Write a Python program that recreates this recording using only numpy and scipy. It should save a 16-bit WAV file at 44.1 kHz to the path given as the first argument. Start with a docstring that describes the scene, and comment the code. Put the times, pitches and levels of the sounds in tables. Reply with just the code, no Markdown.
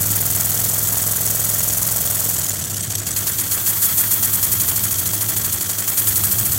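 """A small plastic piston engine runs on compressed air on a workbench.
Every turn lets out a puff of exhaust over the hiss of leaking air and squeezes air past the piston.
Plastic parts rub, and loose joints tick in the frame and knock on the bench, which booms.
The air is throttled and the flywheel coasts down with a few sharp spits; then the valve is opened
again and the engine chuffs on at a slower, wandering pace."""
import sys
import numpy as np
from scipy import signal
from scipy.fft import rfft, irfft
from scipy.io import wavfile
from scipy.ndimage import uniform_filter1d

SR = 44100
rng = np.random.default_rng(int(sys.argv[2]) if len(sys.argv) > 2 else 0)


def int16_out(signal):
    """Quantize to a 16-bit WAV file."""
    q = np.round(np.clip(np.atleast_2d(signal).T, -1, 1) * 32767)
    wavfile.write(sys.argv[1], SR, q.astype(np.int16))


N = 290178
T = np.arange(N) / SR
HZ = np.fft.rfftfreq(N, 1 / SR)

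# how fast the flywheel spins: t/s, speed/(turns a second)
FLYWHEEL_SPEED = [(0.0, 20.257), (0.782, 21.137), (2.23, 21.341), (2.48, 20.051), (3.11, 10.274),
                  (3.651, 6.241), (3.938, 6.445), (4.546, 11.972), (4.932, 13.662), (5.502, 12.365),
                  (5.985, 9.942), (6.2, 12.595), (6.58, 16.165)]
# the air supply is throttled, reopened, eased back and opened again: t/s, level/dB
AIR_SUPPLY = [(0, -21.5), (2.3, -22), (2.65, -29), (3.03, -31), (3.2, -23.5), (3.45, -23.3), (3.9, -19),
              (4.3, -20.5), (4.6, -20.5), (5.1, -23), (5.35, -22.5), (5.8, -25), (5.99, -20), (6.58, -21)]
# how the bench's deep boom swells and sinks: t/s, level/dB
BOOM_LEVEL = [(0, -26), (.4, -30), (2.55, -33), (2.95, -30.5), (3.3, -34), (3.8, -36), (4.3, -32.5),
              (4.6, -30.5), (5.4, -31.5), (5.95, -38.5), (6.1, -29), (6.58, -28)]

# tone colours, or how strong each pitch is within one noise: f/Hz, level/dB
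LEAK_COLOUR = [(350, -55), (600, -15), (1310, -7.5), (2700, -15.5), (3010, -16), (5560, -11.5), (6290, -6),
               (10300, -3.5), (14100, 2), (15700, 0)]  # leaking air
EXHAUST_COLOUR = [(1500, -47), (2500, -19.5), (3300, -31.5), (4400, -21), (5300, -8), (6900, -1.5),
                  (10700, 1), (14700, -1), (15700, 1)]  # a puff of exhaust
RUB_COLOUR = [(150, -8), (300, -4), (520, -6.5), (800, -8.5), (1400, -4), (1900, -2.5), (2600, -11.5),
              (3500, -15.5), (5000, -13), (9000, -26.5)]  # plastic on plastic
SCRAPE_COLOUR = [(300, -17), (460, 7), (530, -4), (620, -1), (950, 1), (1500, 0.5), (2000, -10),
                 (2700, -26), (5000, -30)]  # the piston at speed
SQUEEZE_COLOUR = [(1500, -21), (3000, -3.5), (4400, -6), (5100, 0), (6000, 8), (9500, 1.5), (10600, 6.5),
                  (12000, -4), (15700, 0)]  # air forced past the piston
RUMBLE_COLOUR = [(20, -55), (45, -16), (65, -9.5), (85, -0.5), (97, -3), (104, 5.5), (116, -7.5),
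                 (150, -7.5), (205, -6), (235, -15.5), (305, -12), (400, -14.5), (500, -25), (700, -18),
                 (1000, -41)]  # the bench
TICK_COLOUR = [(200, -28), (500, 3), (1300, 4), (2200, -9), (3300, 4.5), (5000, -11), (9000, 6.5),
               (15000, -31)]  # the frame
CHUFF_COLOUR = [(600, -31), (1500, -19), (2600, -5.5), (3300, -13.5), (4400, -1.5), (5200, -2.5), (7200, 4),
                (9500, -19), (12000, 4), (15700, -4.5)]  # the first blast of a puff

# pitches that the cylinder and its openings boost or weaken: f/Hz, width/Hz, level/dB
PORT_RESONANCES = [(3330, 520, 5.5), (4400, 500, 5), (6850, 650, 2), (7950, 300, 3.5), (9480, 650, 3),
                   (10420, 600, -4), (11600, 700, 1.5)]
# where in each turn the parts slide: angle/turns, length/turns, level/dB
RUB_STROKES = [(.12, 0.11, -0.5), (.3, 0.14, 1), (.49, 0.099, 2), (.67, 0.12, -0.5)]
# where in each turn air slips past the piston: angle/turns, length/turns,
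# fast level/dB, slow level/dB, coasting level/dB, whistle f/Hz, whistle level/dB
SQUEEZE_STROKES = [(.1, 0.11, -19.5, -21, -20, 8230, -8), (.265, 0.077, -21.5, -34, -17, 6910, 4),
                   (.485, 0.064, -16.5, -19.5, -33, 8000, -4), (.603, 0.14, -22, -29.5, -18.5, 7960, -1.5),
                   (.72, 0.18, -20, -20.5, -28, 7810, -14), (.965, 0.054, -17.5, -24.5, -21, 7500, -7)]
# where in each turn the loose crank and valve knock: angle/turns,
# fast thump level/dB, slow thump level/dB, fast tick level/dB, slow tick level/dB
JOINT_KNOCKS = [(.003, 4.5, -8.5, 1, 24), (.075, -76, -11, -26, -2), (.29, -3, -6.5, -14, -17),
                (0.429, 1, -10, -11, 7), (0.501, -28, -3.5, -22, 19), (0.576, -4, -9.5, -7, -12),
                (.655, -2, -4.5, -6, -1), (0.777, -4, 0.5, 1, -9), (0.904, -6, -10, -8, -25)]
# notes at which the bench rings with the engine on it: f/Hz, level/dB, time to fade by 60 dB/s
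BENCH_NOTES = [(62, -20, 0.048), (100.1, 10, 0.15), (144, -8, 0.19), (192, -27, 0.11), (253, -48, 0.028),
               (459.4, -3.5, 0.062), (602, -2, 0.072), (676, -3, 0.077)]
# spits of air while coasting: t/s, length/s, level/dB, squeak f/Hz, squeak level/dB
COASTING_SPITS = [(2.745, 0.0033, -20.5, 11300, -2), (2.783, 0.0024, -22, 7940, -5),
                  (2.809, 0.0041, -22, 8050, 7), (2.836, 0.003, -27, 6800, -3),
                  (2.851, .0025, -27, 8100, 2), (2.902, 0.0038, -26, 8050, 2),
                  (2.925, 0.0023, -19, 11100, -6), (2.954, 0.0027, -13, 7840, -1),
                  (2.958, 0.0029, -19, 11240, 5), (3.07, 0.007, -20, 6800, -11),
                  (3.116, 0.004, -20, 8000, -3)]

FULL_SPEED, SLOW_SPEED = 21, 13  # turns a second
USUAL_SUPPLY_DB = -24.5


def amp(db):
    """Turn decibels into a number to multiply by."""
    return 10 ** (np.asarray(db) / 20)


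def unit(x):
    """Scale a signal to an average strength (rms) of 1."""
    return x / np.sqrt(np.mean(x ** 2) + 1e-20)


def curve(points):
    """Join (time, value) points with straight lines."""
    return np.interp(T, *np.transpose(points))


def shape(points):
    """Join (Hz, dB) points into a gain for every frequency."""
    hz, db = np.transpose(points)
    return amp(np.interp(np.log(HZ + 1), np.log(hz + 1), db))


def muffle(x, hz, steepness):
    """Turn down everything above a frequency."""
    return irfft(rfft(x) / (1 + (HZ / hz) ** steepness), N)


def colour(x, gain):
    """Give a signal a tone colour, at strength 1."""
    return unit(irfft(rfft(x) * gain, N))


def noise(gain):
    """Random noise with the given tone colour."""
    return colour(rng.standard_normal(N), gain)


def flutter(rate_hz, depth_db):
    """A gain that wanders at random, up to about the given rate."""
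    return amp(depth_db * noise(1 / (1 + (HZ / rate_hz) ** 4)))


def levelled(x, samples=8000):
    """Even out a signal to strength 1 over a sliding stretch of samples."""
    return x / np.sqrt(abs(uniform_filter1d(x ** 2, samples)) + 1e-9)


def stroke(turns, angle, length):
    """A smooth swell once a turn, centred on a crank angle."""
    return np.exp(-2 * (((turns - angle + .5) % 1 - .5) / length) ** 2)


def crank(start_turns=-.17):
    """The crank's position in turns, and its pace from 0 (slow) to 1 (full speed)."""
    speed = curve(FLYWHEEL_SPEED)
    pace = np.clip((speed - SLOW_SPEED) / (FULL_SPEED - SLOW_SPEED), 0, 1)
    return start_turns + np.cumsum(speed) / SR, pace


def ports():
    """The tone colour that the cylinder and its openings give to any rush of air."""
    return amp(sum(db * np.exp(-2 * ((HZ - hz) / width) ** 2) for hz, width, db in PORT_RESONANCES))


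def leak_and_exhaust(turns, pace, supply_db):
    """Air leaks all the time, and puffs out once a turn through the exhaust port."""
    leak = noise(shape(LEAK_COLOUR) * ports()) * amp(0.67) * (1 - 0.074 * stroke(turns, 0.77, 0.15))
    centre, half_open, edge = .175 - 0.018 * pace, .163, .013  # in turns; opens earlier at speed
    from_centre = (turns - centre + .5) % 1 - .5
    opening = .5 + .5 * np.tanh((half_open - abs(from_centre)) / (2 * edge))
    # the rising piston drives the air out harder toward the end of the puff
    puff = noise(shape(EXHAUST_COLOUR) * ports()) * opening * amp(5.5 + 5.7 * from_centre)
    jets = (leak + puff) * flutter(220, .5)
    # higher pressure makes a brighter jet
    dull = muffle(jets, hz=10000, steepness=8)
    extra_db = supply_db - USUAL_SUPPLY_DB
    return (dull * amp(-.3 * extra_db) + (jets - dull) * amp(0.48 * extra_db)) * amp(supply_db)


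def sliding(turns, pace, rattle_db, supply_db):
    """Plastic rubs on plastic with each stroke; at a slow pace, air sounds the hollow cylinder."""
    force = 0.3 + sum(amp(db) * stroke(turns, angle, length) for angle, length, db in RUB_STROKES)
    rub = noise(shape(RUB_COLOUR) * ports()) * unit(force * flutter(430, 2.9)) * amp(rattle_db - 2.5)
    # at speed the piston slaps and scrapes the wall as it turns round
    slap = stroke(turns, .032, .044) + .57 * stroke(turns, .483, .17) + .28 * stroke(turns, .96, .042)
    scrape = noise(shape(SCRAPE_COLOUR)) * slap * pace ** 2 * amp(-31)
    hollow = noise(1 / (1 + ((HZ - 3330) / 190) ** 4))
    return rub + scrape + hollow * unit(force) * (1 - pace) * amp(supply_db - 23.5)


def whistling(hz, db):
    """Air rushes through a narrow gap: a hiss with a whistle in it."""
    hiss = noise(shape(SQUEEZE_COLOUR) * ports())
    return hiss + amp(db) * noise(1 / (1 + ((HZ - hz) / 130) ** 2))


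def squeezing(turns, pace, supply_db):
    """The piston pumps air through its own gaps in bursts, whose levels shift as it slows or coasts."""
    coasting = np.clip((-27.5 - supply_db) / 6, 0, 1)
    bursts = np.zeros(N)
    for angle, length, fast_db, slow_db, coast_db, whistle_hz, whistle_db in SQUEEZE_STROKES:
        driven_db = slow_db + pace * (fast_db - slow_db)
        burst_db = driven_db + coasting * (coast_db - driven_db)
        bursts += whistling(whistle_hz, whistle_db) * stroke(turns, angle, length) * amp(burst_db)
    return bursts * flutter(150, 2.44) * amp(-5.5)


def droning(pace):
    """The bench rumbles and hums near its strongest note, most of all when the engine is slow."""
    hz = 103 + 3.47 * noise(1 / (1 + (HZ / 7) ** 4))
    hum = np.sqrt(2) * np.sin(2 * np.pi * np.cumsum(hz) / SR) * flutter(14, 1.5)
    return hum * amp(-1 - 17 * pace ** 2) + noise(shape(RUMBLE_COLOUR)) * amp(-2 - 6 * pace ** 2)


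def rocking(turns, pace):
    """The piston's weight, thrown to and fro, rocks the bench twice a turn."""
    return -np.cos(4 * np.pi * turns) * pace ** 2 * amp(-49)


def knocking(turns, pace):
    """Loose joints knock near set crank angles: one spike for each thump and each tick."""
    thumps, ticks = np.zeros(N), np.zeros(N)
    whole_turns = np.arange(int(turns[-1]) + 1)
    for angle, thump_fast_db, thump_slow_db, tick_fast_db, tick_slow_db in JOINT_KNOCKS:
        slip, weight, snap = rng.standard_normal((len(whole_turns), 3)).T
        fast = np.interp(whole_turns + angle, turns, pace)
        # slow turns knock later and less evenly
        late = .02 * (1 - fast) + slip * (.012 - .009 * fast)
        thump_db = thump_slow_db + fast * (thump_fast_db - thump_slow_db) + weight * (3.2 - 2.4 * fast)
        tick_db = tick_slow_db + fast * (tick_fast_db - tick_slow_db) + 3.4 * snap
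        at = np.searchsorted(turns, whole_turns + angle + late)
        heard = (at > 0) & (at < N)
        thumps[at[heard]] += amp(thump_db)[heard]
        ticks[at[heard]] += amp(tick_db)[heard]
    return thumps, ticks


def booming(thumps, pace):
    """Each thump rings the bench over its drone; the deep boom swells and sinks, the higher notes less."""
    t = T[:SR // 4]
    ring = -sum(amp(db - 60 * t / fade_s) * np.cos(2 * np.pi * hz * t) for hz, db, fade_s in BENCH_NOTES)
    low_band = 1 / (1 + (HZ / 900) ** 4) / (1 + (44 / (HZ + 1)) ** 10)
    ringing = colour(signal.fftconvolve(thumps, ring)[:N], low_band)
    # the hard knocks of fast running bring out the higher notes
    soft = muffle(ringing, hz=420, steepness=6)
    ringing = soft + (ringing - soft) * amp(-7 + 7.9 * pace ** 2)
    bench = levelled(ringing) * amp(-4 + 2.8 * pace ** 2) + droning(pace)
    boom = muffle(bench, hz=135, steepness=12)
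    boom_db = curve(BOOM_LEVEL)
    upper_db = -37.5 + 2 * pace + 0.42 * (boom_db - boom_db.mean())
    return levelled(boom, 6000) * amp(boom_db - 1) + levelled(bench - boom, 16000) * amp(upper_db)


def clattering(ticks, rattle_db):
    """Each tick in the frame is a sharp crack of noise with a faint tail."""
    t = T[:SR // 4]
    crack = (amp(-60 * t / 0.013) + amp(-22 - 60 * t / 0.1)) * (t > .0007)
    cracks = signal.fftconvolve(ticks, crack)[:N] * rng.standard_normal(N)
    return colour(cracks, shape(TICK_COLOUR)) * amp(rattle_db - 9)


def chuffing(turns, pace, supply_db, settle_s=0.17):
    """Trapped air bursts out as each puff starts, hardest when slow and just after the valve opens."""
    keep = np.exp(-1 / (settle_s * SR))
    # a rise in the supply sends a short surge into the cylinder
    surge_db = np.maximum(signal.lfilter([1, -1], [1, -keep], supply_db - supply_db[0]), 0)
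    chuff_db = -23 - 18 * pace + 1.1 * surge_db  # slow turns fill the cylinder best
    opened = (turns - .02) % 1
    burst = (1 - np.exp(-opened / 0.033)) * np.exp(-opened / 0.11) * 2
    return noise(shape(CHUFF_COLOUR) * ports()) * burst * flutter(300, 1.4) * amp(chuff_db)


def spitting():
    """The cylinder lets out sharp, squeaky spits of air as the flywheel coasts down."""
    return sum(whistling(squeak_hz, squeak_db) * np.exp(-2 * ((T - at_s) / length_s) ** 2) * amp(db)
               for at_s, length_s, db, squeak_hz, squeak_db in COASTING_SPITS)


def workshop(x, fade_s=0.1, echo_db=-14):
    """Add dense, short echoes from the bench and shelves."""
    t = T[:SR // 3]
    tail = rng.standard_normal(len(t)) * amp(-60 * t / fade_s) * (t > .003)
    return x + amp(echo_db) * signal.fftconvolve(x, tail / np.linalg.norm(tail))[:N]


def scene():
    """The crank sets the engine's rhythm; air supply and pace shape the strength of its sounds."""
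    turns, pace = crank()
    supply_db = curve(AIR_SUPPLY)
    # the moving parts rattle harder under pressure
    rattle_db = -35 - 1.5 * pace + 0.38 * (supply_db - USUAL_SUPPLY_DB)
    hiss = leak_and_exhaust(turns, pace, supply_db) + chuffing(turns, pace, supply_db)
    hiss += squeezing(turns, pace, supply_db) + spitting()
    hiss = workshop(hiss + sliding(turns, pace, rattle_db, supply_db))
    thumps, ticks = knocking(turns, pace)
    return (hiss + clattering(ticks, rattle_db) + booming(thumps, pace) + rocking(turns, pace))[None]


def record(dry):
    """Cut off the very highest treble, above 15850 Hz."""
    treble_cut = signal.firwin(601, 15850, window=("kaiser", 9), fs=SR)
    return signal.oaconvolve(dry, treble_cut[None], "same")


dry = scene()
out = record(dry)
int16_out(out)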